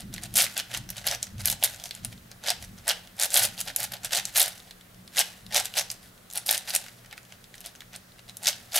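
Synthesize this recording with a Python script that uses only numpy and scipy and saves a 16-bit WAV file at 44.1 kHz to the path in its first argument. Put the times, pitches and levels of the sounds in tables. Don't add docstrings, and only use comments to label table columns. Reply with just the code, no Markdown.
import sys
import numpy as np
from scipy import signal
from scipy.fft import rfft, irfft, next_fast_len
from scipy.io import wavfile
from scipy.ndimage import uniform_filter1d

SR = 44100
rng = np.random.default_rng(int(sys.argv[2]) if len(sys.argv) > 2 else 0)


def how_loud(loudness_db):
    steps = np.asarray(loudness_db, float) / 20
    return 10 ** steps


def wav_record(signal):
    frames = np.transpose(np.atleast_2d(signal))
    bounded = np.clip(frames, -1, 1)
    quanta = np.round(bounded * 32767).astype(np.int16)
    wavfile.write(sys.argv[1], SR, quanta)


N = 387638

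# frequency [Hz], level [dB per Hz].
PLASTIC = [(650, -46), (1100, -17), (1740, 0), (1880, -4), (2230, -5.5), (3610, -1.5), (7720, -3),
           (10800, -2.5), (13400, -1), (16000, -27)]
# frequency [Hz], width [Hz], level [dB].
HOLLOW = [(400, 64, -22), (607, 63, -0.5), (708, 116, 6), (825, 33, -1)]
GRIP_DB = 3.0
EDGES_HZ = 1100 * 2 ** (np.arange(13) / 3.1)
BAND_HZ = np.sqrt(EDGES_HZ[1:] * EDGES_HZ[:-1])
COARSE_S = np.arange(0, N + 44, 44) / SR


def rms_one(x):
    return x / np.sqrt(np.mean(x ** 2) + 1e-20)


def at_hz(points, hz):
    return np.interp(np.log(hz), np.log(np.array(points)[:, 0]), np.array(points)[:, 1])


def band(x, low_hz, high_hz):
    return signal.sosfilt(signal.butter(2, [low_hz, high_hz], "band", fs=SR, output="sos"), x + 1e-18)


def full_rate(coarse):
    return np.interp(np.arange(N) / SR, COARSE_S, coarse)


def drift(rate_hz):
    r = np.exp(-80 * np.pi * rate_hz / SR)
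    coarse = rng.standard_normal(N // 40 + 2002)
    slow = signal.lfilter([1], [1, -2 * r, r * r], coarse)[2000:]
    return np.interp(np.arange(N) / 40, np.arange(len(slow)), rms_one(slow))


def dying(clicks, t60_s):
    return signal.lfilter([1], [1, -how_loud(-60 / (t60_s * SR))], clicks + 1e-18)


def turning():
    # start [s], end [s], level [dB], treble share [dB].
    turns = [(0.36, 0.456, -23, -4), (0.561, 0.618, -36.5, -9), (0.728, 0.785, -37.5, -8.5),
             (1.056, 1.16, -34, -8), (1.445, 1.54, -35, -6.5), (1.64, 1.655, -20.5, -4.5),
             (1.841, 1.876, -40.5, -3.5), (2.467, 2.531, -33, -9.5), (2.874, 2.923, -28.5, -8),
             (3.195, 3.271, -29.5, -5.5), (3.343, 3.413, -24, -7.5), (3.415, 3.468, -25, -2.5),
             (3.583, 3.624, -34, -1.5), (3.668, 3.709, -36.5, -8.5), (3.785, 3.856, -31.5, -3.5),
             (4.044, 4.066, -31.5, -7.5), (4.12, 4.205, -28.5, -6), (4.262, 4.309, -45.5, -6),
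             (4.356, 4.434, -22, -2), (4.436, 4.489, -32, -5.5), (5.169, 5.221, -24, -5.5),
             (5.539, 5.616, -27, -5), (5.645, 5.668, -37.5, -5), (5.758, 5.819, -27.5, -4.5),
             (6.348, 6.394, -36, -5.5), (6.483, 6.562, -26, -5), (6.676, 6.724, -34.5, -6),
             (6.74, 6.761, -22.5, -4), (8.462, 8.509, -26, -5), (8.741, 8.803, -24.5, -4)]
    # start [s], end [s], level [dB], treble share [dB].
    nudges = [(-0.1, 0.029, -42.5, -9), (0.131, 0.207, -47.5, -8), (0.225, 0.269, -42.5, -5),
              (0.707, 0.728, -39.5, -8), (0.894, 0.942, -51.5, -11), (0.958, 1.034, -44, -8),
              (1.23, 1.246, -39, -5.5), (1.398, 1.428, -40, -5.5), (1.918, 2.01, -53, -7),
              (2.045, 2.064, -39.5, -6.5), (2.118, 2.139, -46.5, -5), (2.312, 2.333, -52.5, -9),
              (2.437, 2.474, -42, -10), (2.618, 2.662, -44, -3), (2.774, 2.82, -54.5, -9),
              (3.321, 3.35, -32, -1), (3.918, 3.975, -46.5, -13), (4.664, 4.735, -57.5, -9),
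              (5.518, 5.546, -38, -11), (5.905, 5.946, -42, 0), (6.022, 6.1, -55.5, -2),
              (7.051, 7.071, -54, -15), (7.126, 7.141, -48, -19.5), (7.175, 7.19, -48, -7),
              (7.294, 7.363, -58.5, -11), (7.533, 7.626, -59.5, -8), (7.644, 7.702, -46.5, -5.5),
              (7.823, 7.827, -61, 1), (7.932, 7.982, -51, -14), (8.188, 8.206, -52.5, -11),
              (8.289, 8.312, -44.5, -7), (8.43, 8.468, -38.5, -6)]
    start, end, level_db, bright_db = np.transpose(turns + nudges)[:, :, None]
    fade_db = np.repeat([0.5, 4], [len(turns), len(nudges)])[:, None]
    knock_db = -14.5 - 0.72 * bright_db
    t = COARSE_S
    held_db = level_db - fade_db * np.clip(2 * (t - start) / (end - start) - 1, -1, 1)
    early_s = np.maximum(start + 0.0079 - t, 0)
    late_s = np.maximum(t - end + 0.01, 0)
    power = how_loud(2 * (held_db - 1000 * early_s - 880 * late_s))
    power += how_loud(2 * (held_db - 15 - 370 * early_s - 95 * late_s))
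    total = power.sum(axis=0) + 1e-12
    gain = np.sqrt(total)
    knock = np.sqrt((power * how_loud(2 * knock_db)).sum(axis=0))
    bright = (power * bright_db).sum(axis=0) / total
    return [full_rate(c) for c in (gain, knock, bright)]


def hollow(strikes):
    out = 0
    for x, (hz, width_hz, level_db) in zip(strikes, HOLLOW):
        r = np.exp(-np.pi * width_hz / SR)
        b = (1 - r * r) / 2 * np.array([1, 0, -1])
        a = [1, -2 * r * np.cos(2 * np.pi * hz / SR), r * r]
        out = out + how_loud(level_db) * signal.lfilter(b, a, x + 1e-18)
    return band(out, 456, 970)


def rattle(gain, knock, bright_db):
    contacts_per_s = 1600
    born = np.flatnonzero(rng.random(N) < contacts_per_s * how_loud(1.8 * drift(40)) / SR)
    size_db = 1.4 * np.minimum(rng.exponential(1, len(born)), 3)
    white, out = rng.standard_normal((2, N)), 0
    for k, (low, high) in enumerate(zip(EDGES_HZ, EDGES_HZ[1:])):
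        clicks = np.zeros(N)
        clicks[born] = how_loud(size_db + rng.normal(0, 2.6, len(born)))
        puff = band(dying(clicks, .006) * white[k % 2], low, high)
        tilt = np.clip(np.log2(low / 6000) / 1.4, -1, 1) * 0.94
        out = out + how_loud(at_hz(PLASTIC, BAND_HZ[k]) + tilt * (bright_db + 1.0)) * puff
    out = out / (uniform_filter1d(out ** 2, size=500) + 1e-12) ** 0.11

    clicks = np.zeros(N)
    clicks[born] = how_loud(size_db) * rng.choice([-1, 1], len(born))
    shell = rms_one(hollow([clicks * how_loud(GRIP_DB * drift(8.8)) for _ in HOLLOW]))
    return how_loud(-1.0) * gain * rms_one(out) + how_loud(-1.5) * knock * shell


def crack(clicks, buzz):
    sharp = signal.lfilter([.13], [1, -.87], dying(clicks, .0055))
    return how_loud(1.5) * sharp + how_loud(-12.5) * dying(buzz, 0.058)


def snaps(rows):
    s, peak_db, hz, knock_db = np.transpose(rows)
    at, out = (s * SR).astype(int), 0
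    jolt = rng.choice([-1., 1.], (2, N))
    spike = how_loud(6.5) * np.roll(jolt[1], 1)

    octaves = np.log2(BAND_HZ / hz[:, None])
    near_db = 4.7 * np.exp(-(octaves / 0.18) ** 2)
    near_db -= 4.0 * np.abs(octaves) + 2.5 * np.maximum(octaves, 0)
    share = how_loud(at_hz(PLASTIC, BAND_HZ) + near_db + rng.normal(0, 0.62, near_db.shape))
    share /= np.sqrt((share ** 2 * np.diff(EDGES_HZ) / SR * 2).sum(axis=1))[:, None]

    for k, (low, high) in enumerate(zip(EDGES_HZ, EDGES_HZ[1:])):
        clicks, buzz = np.zeros((2, N))
        clicks[at] = how_loud(peak_db - 4.0) * share[:, k]
        buzz[at] = clicks[at] * how_loud(0.21 * near_db[:, k])
        burst = crack(clicks, buzz) * jolt[k % 2] + (-1) ** k * spike * clicks
        out = out + band(burst, low, high)

    lead = int(.0015 * SR)
    grip_db = GRIP_DB * rng.standard_normal((len(HOLLOW), len(s)))
    strikes = np.zeros((len(HOLLOW), N))
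    strikes[:, at - lead] = how_loud(knock_db + 23.0 + grip_db) * jolt[0, at]
    return out + hollow(strikes)


def snapping_pieces(gain, knock):
    # time [s], peak [dB], brightest [Hz], hollow knock [dB].
    small = [(0.3591, -11, 10800.0, -40), (0.3699, -10, 9200.0, -33), (0.3785, -7.5, 12000.0, -33),
             (0.4212, -10, 10900.0, -32), (0.4279, -15, 8900.0, -38), (0.5771, -13.5, 8400, -47),
             (0.9025, -20, 13000, -65), (1.0682, -12.5, 11200, -23), (1.4564, -6.5, 11500, -61),
             (1.474, -12, 11500, -42), (1.5, -8, 10700, -41), (1.6374, -4, 10800, -24),
             (1.6445, -8.5, 9200.0, -23.5), (1.6574, -22, 11000.0, -37), (2.8792, -12.5, 9700, -21),
             (3.1974, -14.5, 8200, -30), (3.2243, -10.5, 8500, -26), (3.2559, -18, 11300.0, -34),
             (3.3417, -5.5, 8700, -43), (3.3519, -15, 11300.0, -28), (3.3564, -10, 10900.0, -23),
             (3.3717, -7.5, 10600.0, -27), (3.376, -8, 11400.0, -33), (3.3903, -13, 11000.0, -22),
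             (3.3941, -11, 9800.0, -35.0), (3.4262, -19, 8900.0, -30), (3.4326, -12, 11400.0, -41),
             (3.4502, -11, 9700, -31), (3.6115, -16.5, 8000, -40), (3.7618, -8.5, 10800, -38),
             (3.8017, -19, 11500.0, -48), (4.3681, -10.5, 9170, -36), (4.3752, -10, 10800.0, -38),
             (4.3812, -10, 10400.0, -22), (4.3964, -8, 11800.0, -41), (4.4016, -11, 11700.0, -36),
             (4.4155, -7.5, 9000.0, -31), (4.4281, -12, 11600.0, -43), (5.1916, -7, 9600, -20),
             (5.5449, -12.5, 8250, -32), (5.772, -20, 8200.0, -20.5), (6.3791, -21.5, 9000, -50.0),
             (6.4635, -19, 8700, -39), (6.5106, -6, 10700, -19), (6.5268, -15.0, 9300.0, -22),
             (6.5776, -16, 9700, -33), (6.7506, -7.5, 9900, -33), (8.7592, -11, 11100, -37),
             (8.7636, -9, 9700, -16.5), (8.7795, -18, 12900.0, -41)]
    # time [s], peak [dB], brightest [Hz], hollow knock [dB].
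    large = [(0.387, -9, 3300.0, -28), (0.3907, -16, 7400.0, -26), (0.3975, -16, 3900.0, -22.0),
             (0.4033, -8.5, 5000.0, -41), (0.409, -12.5, 4000.0, -35), (0.4413, -14, 6700, -19),
             (0.5984, -16, 2900, -27), (0.747, -15, 2780, -35), (1.1125, -16, 5740, -38),
             (1.2284, -15, 6850, -52), (1.4825, -16.5, 3500.0, -36), (1.6268, -18, 2900.0, -25),
             (2.4734, -18, 6100.0, -39), (2.4846, -13, 4300.0, -17), (2.4927, -14, 5000.0, -25),
             (2.5028, -9, 5300, -24), (2.5072, -29, 3500.0, -22), (2.89, -9.5, 5600.0, -23),
             (2.8961, -11.5, 3940, -31), (2.9065, -14, 3000.0, -20.5), (2.911, -20, 2780, -29.5),
             (3.234, -11, 8200, -35.0), (3.365, -9, 4200, -26), (3.4362, -13, 5760, -25),
             (3.4556, -27, 6000.0, -37), (4.133, -15, 2880, -32), (4.1564, -17.5, 7000.0, -31),
             (4.1718, -14, 7000, -31), (4.2531, -14.5, 6360, -40), (4.404, -12, 4000.0, -32),
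             (5.1832, -8.5, 3100.0, -25), (5.1974, -13, 5870, -30), (5.2059, -10.5, 5800.0, -19.5),
             (5.2119, -14.5, 3000.0, -24), (5.5554, -11.5, 2920, -23.5), (5.5622, -7.5, 4070, -17),
             (5.569, -9.5, 6300, -21), (5.5778, -14, 6400, -15.5), (5.6549, -17.5, 7300, -37),
             (5.78, -14.5, 4270, -18), (5.7867, -12, 5670, -22), (5.7947, -14, 6100, -19),
             (6.4912, -9, 4000, -16), (6.7044, -19, 4600.0, -42), (6.7609, -8, 8400, -21.5),
             (8.47, -6.5, 6100, -39), (8.4779, -10, 4360, -30.0), (8.4848, -12, 5500, -29.0),
             (8.4896, -33, 4100.0, -29), (8.4954, -25, 5500.0, -26)]
    # time [s], peak [dB], brightest
    # [Hz].
    ticks = [(0.0052, -29.5, 8400), (0.1397, -21.5, 8040), (0.235, -23, 9700.0), (0.34, -22.5, 10600),
             (0.7736, -21, 8500.0), (0.969, -28.5, 7600.0), (1.148, -22, 6300.0), (1.241, -33, 6200.0),
             (1.4678, -33, 10900.0), (1.479, -26, 10600.0), (1.4897, -28, 10900.0), (1.5113, -21, 11800.0),
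             (1.516, -21, 7800.0), (1.526, -18, 7100.0), (1.7443, -32, 7000.0), (1.8385, -22.5, 6100.0),
             (1.95, -26, 7700), (2.048, -18, 9500), (3.2117, -17, 7100.0), (3.2152, -15, 6700.0),
             (3.2447, -14.5, 10000), (3.304, -22.5, 8400), (3.3103, -30, 8300.0), (3.3328, -20, 9400.0),
             (3.411, -22, 12100.0), (3.6052, -19.5, 10000), (3.7869, -27.5, 11300.0), (3.8301, -16.5, 8900.0),
             (3.839, -18, 11000.0), (3.9204, -23, 11000), (3.939, -28, 10600.0), (4.0471, -17.5, 9000.0),
             (4.0577, -25, 8100.0), (4.1227, -31, 7200.0), (4.149, -13, 6500.0), (4.3479, -40, 8250),
             (4.46, -22, 9600.0), (4.4802, -19.5, 9400.0), (5.169, -20, 7800.0), (5.599, -13.5, 6270),
             (5.647, -26, 10500.0), (5.9017, -19, 5870), (5.9142, -19.5, 9500), (6.301, -32, 6900),
             (6.335, -29, 10900.0), (6.3564, -20, 13100.0), (6.3745, -15.5, 9300.0), (6.4701, -23, 11600.0),
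             (6.481, -21, 10900.0), (6.548, -19, 9600.0), (6.57, -24, 6000.0), (6.696, -22, 12100.0),
             (7.6053, -31.5, 10500), (7.66, -24.5, 10500), (7.9608, -28.5, 8900.0), (8.3691, -24.5, 10200),
             (8.4284, -30, 6500.0), (8.4334, -30, 9600.0), (8.4411, -27.0, 7200.0), (8.732, -26, 5800.0),
             (0.162, -31, 3400.0), (0.256, -33, 3400.0), (0.465, -21.5, 2090), (0.5672, -20, 3100.0),
               (0.585, -26, 3100.0), (0.5923, -20, 3400), (0.7322, -29.0, 4100.0), (0.8901, -26.5, 5630),
               (0.9806, -25.5, 3600.0), (1.042, -29, 1790), (1.0735, -12.5, 4270), (1.085, -16, 4700.0),
               (1.097, -29, 4100.0), (1.134, -29, 5500.0), (1.138, -30, 2400.0), (1.4041, -48, 5600.0),
               (1.4486, -27.0, 3700.0), (1.8562, -29, 5800.0), (1.909, -20, 3700), (2.1265, -33, 2800.0),
               (2.4378, -28, 4000.0), (2.4595, -27, 3000.0), (2.4639, -21, 3800.0), (2.627, -38, 3300.0),
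               (2.926, -33, 1900.0), (3.191, -26, 4300.0), (3.3191, -24, 4600.0), (3.578, -29.5, 3800.0),
               (3.591, -32, 3100.0), (3.676, -23, 3200.0), (3.7, -29, 1800.0), (3.8455, -30, 5700.0),
               (3.849, -27, 2800.0), (3.936, -24, 3380), (4.108, -25.5, 2900.0), (4.1268, -37, 3300.0),
               (4.1663, -20, 4030), (4.1787, -28, 4100.0), (4.186, -21, 3300.0), (4.198, -19.5, 3200.0),
               (4.358, -13.5, 3500.0), (4.4389, -20, 4100.0), (4.709, -29, 3740), (5.5236, -26.5, 5470),
               (5.5317, -29, 4000.0), (5.739, -25.5, 2900.0), (5.76, -23, 3800.0), (6.6887, -26, 5300.0),
               (6.7112, -29, 3400.0), (6.73, -32, 3400.0), (7.127, -28, 1790), (7.6507, -35, 3100.0),
               (7.669, -33, 5140), (7.8058, -29.5, 3800.0), (8.4467, -22, 5100.0), (8.4571, -15.5, 4150),
               (8.5292, -27.5, 3100.0), (8.72, -30, 4400.0), (8.7264, -34, 3400.0), (8.7725, -23, 5500.0),
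             (0.128, -36, 3400.0), (0.1801, -27, 1890), (0.2214, -39, 9800.0), (0.5393, -36.5, 8300),
              (0.715, -41, 3730), (1.2684, -31, 2590), (1.381, -37, 5200), (1.6184, -37, 2900.0),
              (1.7606, -35, 7600), (1.7985, -30, 3380), (1.8257, -42, 4060), (1.8913, -37, 5600.0),
              (2.785, -40, 6000.0), (2.1775, -41.5, 3800.0), (2.3148, -31, 4450), (2.6168, -43, 2930),
              (2.6455, -36, 6280), (3.073, -37.5, 3020), (3.167, -40, 9800.0), (3.6531, -34, 11100.0),
              (3.7495, -39.0, 3700.0), (3.9675, -36, 4400.0), (4.0334, -32, 5700.0), (4.326, -44, 3800.0),
              (4.5203, -39, 4500.0), (4.5782, -37, 6660), (4.8104, -38, 3880), (4.945, -44, 5700.0),
              (5.0766, -32.5, 3460), (5.4642, -32.5, 4000.0), (6.1775, -43, 3400.0), (6.311, -32, 7500.0),
              (6.3262, -31, 9800.0), (6.863, -31, 1770), (6.883, -31.5, 2110), (7.06, -43, 6600.0),
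              (7.111, -35, 3000.0), (7.1779, -31, 2170), (7.2306, -44.5, 7800.0), (7.251, -42, 3400.0),
              (7.3227, -33, 2850), (7.441, -36, 3600.0), (7.541, -34.5, 2100.0), (7.5538, -38, 8600.0),
              (7.5801, -36.5, 5900.0), (7.612, -33.5, 3100.0), (7.6424, -38.0, 2600.0),
              (7.7515, -36, 2900.0), (7.758, -39, 6100.0), (7.8182, -35, 1780), (7.9318, -37, 6000.0),
              (7.939, -40, 3400.0), (7.952, -30, 3500.0), (8.2805, -42, 4000.0), (8.2885, -37, 3900.0),
              (8.295, -33.5, 3600.0),
             (0.3555, -12.5, 8400), (0.3668, -12, 9000), (6.461, -26, 8700), (1.416, -30, 10500),
             (4.1308, -13, 5800), (4.273, -37, 9500), (4.285, -33, 10500), (4.601, -36, 3600),
             (8.192, -40, 2800), (8.12, -45, 3700)]
    follows_db = 20 * np.log10(knock / gain + 1e-9) - 8.0
    light = [(s, db, hz, db + follows_db[int(s * SR)]) for s, db, hz in ticks]
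    return snaps(small + large + light)


def ports(x, jump_db=-26.0, shade_db=-13.0):
    shade = rng.standard_normal(1600) * dying(np.arange(1600) == 0, .05)
    shade = shade / np.sqrt(np.sum(shade ** 2))
    side = how_loud(jump_db) * drift(340.0) * x
    side = side + how_loud(shade_db) * signal.fftconvolve(x, shade)[:N]
    return x + side * np.array([[1], [-1]])


def room(x):
    t60_s, wall_cut_hz = 0.43, 10600
    size = next_fast_len(N + SR)
    w = 2 * np.pi * np.arange(size // 2 + 1) / size
    dull = 1 / (1 + 1j * w * SR / (2 * np.pi * wall_cut_hz))
    sides = np.zeros((2, len(w)), complex)
    for k, lag in enumerate(rng.uniform(.006, 0.026, 16) * SR):
        loop = how_loud(-60 * lag / SR / t60_s) * dull * np.exp(-1j * w * lag)
        sides[k % 2] += (-1) ** (k // 2) * loop / (1 - loop)
    return irfft(sides * rfft(x, size), size)[:, :N]


def room_tail(cube):
    left, right = room(cube - 0.9 * band(cube, 467, 900))
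    return how_loud(-24.0) * (left + how_loud(-4.0) * right * np.array([[1], [-1]]))


def coloured(spectrum, low_hz, count, patchy_db, per_octave):
    # frequency [Hz], left-right likeness [0..1].
    likeness = [(40, .998), (150, 0.93), (300, 0.16), (2000, 0.081), (12000, 0.69)]
    out, edges = 0, low_hz * 2 ** (np.arange(count + 1) / per_octave)
    white = rng.standard_normal((2, 2, N + SR))
    for k, (low, high) in enumerate(zip(edges, edges[1:])):
        centre_hz = np.sqrt(low * high)
        mid, side = band(white[k % 2], low, high)[:, SR:]
        alike = np.clip(at_hz(likeness, centre_hz), -1, 1)
        gain = how_loud(at_hz(spectrum, centre_hz) + patchy_db * drift(5.2))
        out = out + gain * (np.sqrt(1 + alike) * mid + np.sqrt(1 - alike) * side * [[1], [-1]])
    return rms_one(out)


def footfalls():
    # time [s], weight held [s], level [dB], board creak over thud [dB].
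    steps = [(.03, 0.07, -44.5, 3), (.25, 0.064, -52.5, 8.5), (.76, 0.04, -43.5, -3), (1.08, .03, -49, -17),
             (1.33, 0.14, -44.5, -2), (2.02, 0.083, -49, 3), (2.59, 0.13, -47.5, -4.5),
             (3.41, 0.051, -55, 9), (3.8, 0.11, -63, 12), (4.04, 0.21, -56.5, -1), (4.98, 0.088, -62, 7),
             (5.431, 0.045, -50.5, -22)]
    rise_db_per_s, fall_db_per_s, house_db = 298, 48, -63
    s, held_s, level_db, upper_db = np.transpose(steps)[:, :, None]
    before_s = np.maximum(s - COARSE_S, 0)
    after_s = np.maximum(COARSE_S - s - held_s, 0)
    power = how_loud(2 * (level_db - rise_db_per_s * before_s - fall_db_per_s * after_s))
    both = power, power * how_loud(2 * upper_db)
    return [full_rate(np.sqrt(p.sum(axis=0) + how_loud(2 * house_db))) for p in both]


def footsteps():
    # frequency [Hz], level [dB per Hz].
    floorboards = [(20, 3.5), (70, -2), (107, 4.5), (128, 3.5), (145, -16), (188, 2.5), (249, -9),
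                   (311, -10.5), (330, -19)]
    thud_top_hz = 155
    floor = coloured(floorboards, low_hz=25.53, count=15, patchy_db=2.5, per_octave=4)
    thud = signal.sosfilt(signal.butter(2, thud_top_hz, fs=SR, output="sos"), floor)
    boards = signal.sosfilt(signal.butter(2, thud_top_hz, "high", fs=SR, output="sos"), floor)
    thud_gain, boards_gain = footfalls()
    steps = thud_gain * thud - boards_gain * boards
    return .6 * steps.mean(axis=0) + .4 * steps


def hum():
    # frequency [Hz], level [dB rms].
    harmonics = [(120, -64), (180, -63), (240, -71)]
    t, out = np.arange(N) / SR, 0
    for k, (hz, level_db) in enumerate(harmonics):
        out = out + how_loud(level_db + 1.5 + 2.8 * drift(6.2)) * np.sin(2 * np.pi * hz * t + k)
    return out


def microphone_hiss():
    # frequency [Hz], level [dB per Hz].
    hiss_colour = [(24, 12), (33, -5), (65, -12.5), (107, -4), (182, -10), (293, -6), (624, -5),
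                   (1000, -13), (1480, -5), (2460, -14), (3740, -13), (4670, -16), (16000, -18)]
    hiss = how_loud(-55) * coloured(hiss_colour, low_hz=23.5, count=19, patchy_db=0.7, per_octave=2)
    return hiss + how_loud(-71.0) * band(rng.standard_normal(N), 15200, 16400)


def scene():
    gain, knock, bright_db = turning()
    cube = rattle(gain, knock, bright_db) + snapping_pieces(gain, knock)
    near = ports(cube) * how_loud(np.array([[-.15], [.15]]))
    return near + room_tail(cube) + footsteps() + hum() + microphone_hiss()


def top_cut(x):
    return signal.sosfilt(signal.butter(12, 16820, fs=SR, output="sos"), x)


def record(dry):
    cutoff_hz = 15900
    rounded = .8 * np.tanh(dry / .8)
    cut = signal.sosfilt(signal.cheby2(12, 32, cutoff_hz * 1.01, fs=SR, output="sos"), rounded)
    return top_cut(cut)


dry = scene()
out = record(dry)
wav_record(out)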